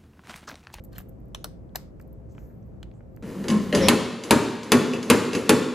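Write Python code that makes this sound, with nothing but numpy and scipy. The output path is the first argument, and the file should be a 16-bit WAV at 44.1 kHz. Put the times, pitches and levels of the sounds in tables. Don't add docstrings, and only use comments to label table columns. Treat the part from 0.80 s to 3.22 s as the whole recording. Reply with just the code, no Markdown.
import sys
import numpy as np
from scipy import signal
from scipy.fft import rfft, irfft
from scipy.io import wavfile
from scipy.ndimage import uniform_filter1d

SR = 44100
rng = np.random.default_rng(int(sys.argv[2]) if len(sys.argv) > 2 else 0)


def generate_wav(signal):
    frames = np.transpose(np.atleast_2d(signal))
    scaled = np.clip(frames, -1, 1) * 32767
    pcm = np.round(scaled).astype(np.int16)
    wavfile.write(sys.argv[1], SR, pcm)


def invert_db(level):
    return 10 ** (np.asarray(level, dtype=float) / 20)


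N = 106942


def evened(x):
    return x / np.sqrt(np.mean(x ** 2) + 1e-20)


def read(points, hz):
    f, value = np.transpose(points)
    return np.interp(np.log(hz + 1), np.log(f + 1), value)


def add(mix, s, sound):
    part = mix[round(s * SR):][:len(sound)]
    part += sound[:len(part)]


def colour(x, tone):
    hz = np.fft.rfftfreq(x.shape[-1], 1 / SR)
    gain = invert_db(read(tone, hz)) * (hz > .7 * tone[0][0])
    return irfft(rfft(x) * gain, x.shape[-1])


def level(curve):
    s, db = np.transpose(curve)
    return uniform_filter1d(invert_db(np.interp(np.arange(N) / SR, s, db, -120, -120)), size=200)


BODY_RATTLE, NAIL_RATTLE = .3, 2.5
SPREAD, SPREAD_HZ = 1.5, 1400


def hit(contact_s, modes, loose, low_hz=0, low_db=0, count=2000):
    t = np.arange(count) / SR
    u = t / max(contact_s, 3e-4)
    rattle = rng.standard_normal(count) * np.minimum(u / 1.4, 1) * np.exp(-2.5 * u ** 2)
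    out = np.zeros((3, count))
    for k, ((hz, width, db), late) in enumerate(zip(modes, rng.random(len(modes)))):
        since = np.maximum(np.array([t - 0.73 * late * contact_s, t, t]), 0)
        widen = np.array([[1], [max(SPREAD, SPREAD_HZ / width)], [1]])
        age = 1.5 * np.pi * width * widen * since
        gain = (-1) ** k * invert_db(db + low_db * (hz < low_hz)) * width * np.sqrt(widen)
        out += gain * age * np.exp(-age) * np.sin(2 * np.pi * hz * since)
    out[0] += loose * signal.fftconvolve(rattle / np.linalg.norm(rattle), out[2])[:count]
    out[1] *= np.linalg.norm(out[0]) / np.linalg.norm(out[1])
    return out[:2].T / np.sqrt(uniform_filter1d(out[0] ** 2, size=130).max())


# frequency in Hz, density in dB per Hz.
RUMBLE = [(20, -38), (32, -20), (42, -1.5), (59, 3), (81, -6), (113, -3.5), (193, -5.5), (522, -24.5),
          (600, -37), (780, -67), (1320, -120)]
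# frequency in Hz, density in dB per Hz.
AIR = [(400, 5), (620, 6), (1000, -5), (2500, -21.5), (3500, -30), (8500, -31.5), (12600, -31.5),
       (13600, -65)]
# frequency in Hz, width in Hz, level in dB.
FAN_LINES = [(50, 4.8, -54.5), (110.5, 9.27, -54.5), (526.8, 10.22, -64.5), (665, 9.28, -70.5)]
# frequency in Hz, left-right likeness from 0 to 1.
NOISE_SAME = [(45, .97), (85, .62), (170, .4), (350, .42), (700, .05), (3000, .1), (7000, .6), (10000, .97)]
RUMBLE_DB, AIR_DB = -44, -59


def ventilation():
    hz = np.fft.rfftfreq(N, 1 / SR)
    a, b = rfft(rng.standard_normal((2, N)))
    same = read(NOISE_SAME, hz)
    pair = irfft(np.array([a, same * a + np.sqrt(1 - same ** 2) * b]), N)
    out = invert_db(RUMBLE_DB) * evened(colour(pair, RUMBLE)) + invert_db(AIR_DB) * evened(colour(pair, AIR))
    t = np.arange(N) / SR
    for f, width, db in FAN_LINES:
        slow = uniform_filter1d(rng.standard_normal((2, N)), size=4000)
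        level_waver, pitch_waver = evened(uniform_filter1d(slow, size=4000))
        cycles = f * t + np.cumsum(0.4027 * width * pitch_waver) / SR
        out += invert_db(db + 3.2 * level_waver) * np.sqrt(2) * np.sin(2 * np.pi * cycles)
    return out


# start in seconds, length in seconds, level in dB, centre in Hz, width in Hz.
BRUSHES = [(0, 0.023, -82.5, 12500, 3000), (0.575, 0.12, -76.5, 6400, 1160),
           (1.49, 0.15, -76.5, 6800, 3500), (1.508, 0.14, -83, 13400, 3000),
           (1.558, 0.2, -77.5, 6500, 3000), (1.579, 0.27, -75.5, 13100, 3540),
           (1.538, 0.26, -71.5, 1400, 1200), (1.5, 0.27, -86, 3570, 1800), (1.846, .07, -84.5, 13000, 2510),
           (2.142, 0.075, -80, 7820, 1794), (2.311, 0.23, -84.5, 13000, 3000)]


def brushes():
    out = np.zeros(N)
    f = np.fft.rfftfreq(N, 1 / SR)
    for s, length, db, hz, width in BRUSHES:
        u = np.arange(round(length * SR)) / (length * SR)
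        band = irfft(rfft(rng.standard_normal(N)) * np.exp(-2 * ((f - hz) / width) ** 2), N)
        flutter = invert_db(2.5 * evened(uniform_filter1d(rng.standard_normal(N), size=900)))
        add(out, s, invert_db(db) * (evened(band) * flutter)[:len(u)] * np.sin(np.pi * u ** 0.46))
    return np.array([out, out]).T


# start in seconds, peak in dB, modes below 10 kHz in dB, contact in seconds.
TICKS = [(0.0398, -47, -32, 0.0015), (0.046, -50.5, -12.5, 0.0088), (0.129, -57, 5.5, 0.0045),
         (0.1828, -35.5, -4.5, 0.0014), (0.187, -41, -15, 0.0035), (0.202, -53, -6, 0.0012),
         (0.209, -49.5, -8, 0.0015), (0.214, -58.5, -6, 0.002), (0.22, -54, -16, 0.0012),
         (0.2876, -59, -29, 0.0025), (0.293, -53.5, -29, 0.0037), (0.299, -66, -24, 0.0014),
         (0.403, -66.5, -22, 0.0016), (.4565, -70, -24, .002), (0.484, -67.5, -15.5, 0.00122),
         (1.197, -65.5, 5, 0.0053), (1.212, -58, 2, 0.0054), (1.224, -62, 2, 0.0016),
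         (1.2777, -65.5, -30, 0.0031), (1.33, -60, -34, 0.0038), (2.364, -56.5, -4.5, 0.0026)]
# frequency in Hz, width in Hz, level in dB.
NAIL = [(4720, 790, 1.5), (6500, 2700, -8), (8800, 2200, -2), (11800, 520, 4.5), (12820, 3000, 4.5),
        (14980, 1200, -0.5)]


def nail_ticks():
    out = np.zeros((N, 2))
    for s, db, mid_db, contact_s in TICKS:
        add(out, s - .001, invert_db(db) * hit(contact_s, NAIL, NAIL_RATTLE, low_hz=10000, low_db=mid_db))
    return out


# time in seconds, level in dB.
SLIDE = [(.115, -80), (.13, -60.5), (.145, -66), (.16, -55), (.176, -62), (.19, -56), (.215, -63),
         (.24, -94)]
# frequency in Hz, density in dB per Hz.
SLIDE_TONE = [(900, -3), (1700, 2.5), (2400, -15), (3100, 0.5), (4300, -10.5), (7800, -11), (12500, -9.5),
              (16000, -24)]
GRIT_HZ, GRIT_PER_S, GRIT_CYCLES, GRIT_DB = (800, 5000), 1100, 4.5, -1


def card_slide():
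    t, grit = np.arange(400) / SR, np.zeros(N)
    for hz in np.geomspace(*GRIT_HZ, num=10):
        struck = rng.random(N) < GRIT_PER_S / 10 / SR
        train = struck * invert_db(3.3 * np.minimum(rng.exponential(1, N), 3))
        grain = hz * t * np.exp(-hz * t / GRIT_CYCLES * 3) * np.sin(2 * np.pi * hz * t)
        grit += signal.oaconvolve(train, grain)[:N]
    hiss = evened(colour(rng.standard_normal(N), SLIDE_TONE))
    out = (invert_db(-0.5) * hiss + invert_db(GRIT_DB) * evened(grit)) * level(SLIDE)
    return np.array([out, out]).T


# start in seconds, peak in dB, ring in Hz, contact in seconds.
SLIPS = [
    (0.131, -61.5, 4270, 0.0053),
    (0.135, -59, 1660, .004),
    (.153, -60, 4250, .003),
    (.159, -55, 3070, 0.0041),
    (0.164, -54.5, 1900, .004),
    (0.165, -56.5, 4150, 0.0032),
    (0.175, -61, 2930, .003),
    (.188, -53.5, 3180, 0.0023),
    (.202, -50, 740, .003),
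]


def card_slips():
    out = np.zeros((N, 2))
    for s, db, hz, contact_s in SLIPS:
        add(out, s - .001, invert_db(db) * hit(contact_s, [(hz, 170, 0)], NAIL_RATTLE))
    return out


# start in seconds, peak in dB, main ring in Hz, width in Hz, shell against main ring in dB.
KNOCKS = [(0.1829, -36, 1560, 298, -17), (0.894, -64, 3500, 700, -13), (1.199, -50, 1360, 220, -13),
          (1.2015, -51.5, 1720, 250, -15), (1.5506, -57, 2860, 700, 1), (1.5807, -43.5, 1450, 400, -7),
          (1.5808, -54.5, 2850, 502, -15), (1.828, -69, 5930, 700, -8), (2.115, -56.5, 3600, 900, -1),
          (2.1394, -65, 6500, 700, -1), (2.207, -52, 1346, 500, -11), (2.373, -50, 1450, 700, -13)]
# frequency in Hz, width in Hz, level in dB.
SHELL = [(900, 370, 6.5), (1985, 530, 2), (2620, 390, 2), (4400, 320, -24)]


def fingertip_knocks():
    out = np.zeros((N, 2))
    for s, db, hz, width, shell_db in KNOCKS:
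        modes = [(hz, width, -shell_db)] + SHELL
        add(out, s - .001, invert_db(db - 4) * hit(0.00207, modes, BODY_RATTLE))
    return out


# start in seconds, peak in dB, contact in seconds, low modes in dB.
SNAPS = [
    [(.5476, -31.5, 0.00048, 3.5), (.5482, -33.5, 0.00059, -11.5), (.5497, -56.5, 0.0016, -8),
     (.5565, -53, 0.0045, 3)],
    [(.6433, -30, 0.00037, -5), (.6443, -29.5, 0.00045, 1.5), (.6462, -36.5, 0.00043, -2),
     (.6478, -42.5, 0.00044, -5.5), (.6505, -43, .002, 8), (.655, -44.5, 0.0081, 16)],
    [(.9492, -42.5, 0.0034, 26.5), (.9525, -43, 0.0029, 20.5), (.9564, -29, 0.00069, 6),
     (.958, -23.5, 0.00039, -12), (.9591, -31, 0.00046, -23), (.9614, -36, 0.0012, 7.5),
     (.9655, -51, .004, 6)],
    [(2.0297, -41.5, .0012, 0), (2.0312, -45, 0.0016, -3), (2.0407, -75, 0.0067, 0)],
]
# frequency in Hz, width in Hz, level in dB.
BODY = [
    [(670, 150, -3), (857, 53, -7.5), (1090, 190, 2.5), (1715, 160, -5.5), (2050, 150, -12.5),
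     (2550, 200, -10), (3120, 250, 0), (3600, 300, -4.5), (4150, 385, -12), (5700, 450, -6),
     (6440, 320, -4.5), (7900, 960, -15), (10600, 900, -9.5), (14100, 1000, -18.5)],
    [(445, 62, 2.5), (567, 99, 0), (770, 190, -3), (1160, 80, -3), (1410, 226, -2), (2990, 290, -4),
     (3500, 290, -7.5), (4190, 594, -2), (5450, 740, -10.5), (6070, 400, -8), (8100, 280, -5),
     (9400, 860, -9.5), (11390, 1200, -10), (14900, 460, -9)],
    [(560, 200, -3.5), (833, 220, 3), (1725, 280, 0.5), (2606, 150, -5.5), (2884, 140, -8.5),
     (4090, 570, -5), (5080, 410, -5.5), (6200, 1000, -11.5), (7220, 350, -12), (7870, 370, -5),
     (9500, 1200, -14.5), (12500, 690, -3.5), (13540, 800, -10), (14300, 450, -4)],
    [(1470, 840, 2), (2150, 360, -6), (3090, 1080, 4), (4650, 350, -5.5), (7180, 3400, -10.5),
     (13800, 1500, -16.5)],
]
LOW_HZ, LOOSE_S, BLUR_S = 2300, .0028, .001


def latch_snaps():
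    out = np.zeros((N, 2))
    for impacts, modes in zip(SNAPS, BODY):
        first_s = impacts[0][0]
        run = np.zeros((4096, 2))
        for s, db, contact_s, low_db in impacts:
            loose = BODY_RATTLE if contact_s < LOOSE_S else NAIL_RATTLE
            add(run, s - first_s, invert_db(db) * hit(contact_s, modes, loose, low_hz=LOW_HZ, low_db=low_db))
        power = uniform_filter1d(uniform_filter1d(abs(rfft(run[:, 0])) ** 2, size=90), size=70)
        peak = abs(run[:, 0]).argmax()
        run[:, 1] = np.roll(irfft(np.sqrt(abs(power))), round(BLUR_S * SR) + peak)
        run[2048:, 1] = 0
        add(out, first_s - .0004, run)
    return out


# frequency in Hz, reverberation time T60 in seconds.
HALL = [(500, 0.35), (2000, 0.42), (6000, 0.34), (14000, 0.2)]
HALL_DB, HALL_CUT_S, HALL_SAME = -17, 0.17, 0.44
TABLE_DB, TABLE_T60, TABLE_SAME = -9.5, 0.056, 0.78


def hall(both):
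    direct, sent = both.T
    taps = rng.standard_normal((3, SR // 2))
    hz, t, z = signal.stft(taps, SR, nperseg=256)
    decay_db = -60 * t / read(HALL, hz)[:, None] - 10 * (t / HALL_CUT_S) ** 6
    tail = signal.istft(z * invert_db(decay_db), SR, nperseg=256)[1]
    age = np.arange(tail.shape[1]) / SR
    tail = tail * np.minimum(age / 0.0051, 1)
    sides = HALL_SAME * tail[0] + np.sqrt(1 - HALL_SAME ** 2) * tail[1:]
    tail = sides * invert_db(HALL_DB) / np.linalg.norm(tail[0])
    near = rng.standard_normal((3, len(age)))
    near = TABLE_SAME * near[0] + np.sqrt(1 - TABLE_SAME ** 2) * near[1:]
    near = near * invert_db(-60 * age / TABLE_T60)
    echoes = tail + invert_db(TABLE_DB) * near / np.linalg.norm(near[0])
    return direct + signal.fftconvolve(sent[None], echoes, axes=1)[:, :N]


def scene():
    rubs = brushes() + card_slide()
    contacts = nail_ticks() + card_slips() + fingertip_knocks() + latch_snaps()
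    return hall(rubs + contacts) + ventilation()


def low_pass(x):
    return signal.sosfilt(signal.butter(12, 16490, fs=SR, output="sos"), x)


# frequency in Hz, lead of the left in radians.
PORTS = [(250, 0), (800, -1.1), (2700, -1.1), (3960, .9), (4650, -1.2), (7240, -.7), (10100, -3.1),
         (13000, -6.2), (16000, -9.3)]
# frequency in Hz, left over right in dB.
LEAN = [(60, -1), (550, 2.5), (2500, -1.5), (5000, 1), (8000, 0.5)]
TOP_HZ, STOP_S = 15780, 0.0032


def record(dry):
    hz = np.fft.rfftfreq(N, 1 / SR)
    port = invert_db(read(LEAN, hz) / 2) * np.exp(.5j * read(PORTS, hz))
    edge = invert_db(-14. * np.maximum(hz - TOP_HZ, 0) / 1000)
    fade = np.minimum(np.arange(N)[::-1] / SR / STOP_S, 1) ** 2
    mix = fade * irfft(rfft(dry) * edge * np.array([port, 1 / port]), N)
    return low_pass(mix)


dry = scene()
out = record(dry)
generate_wav(out)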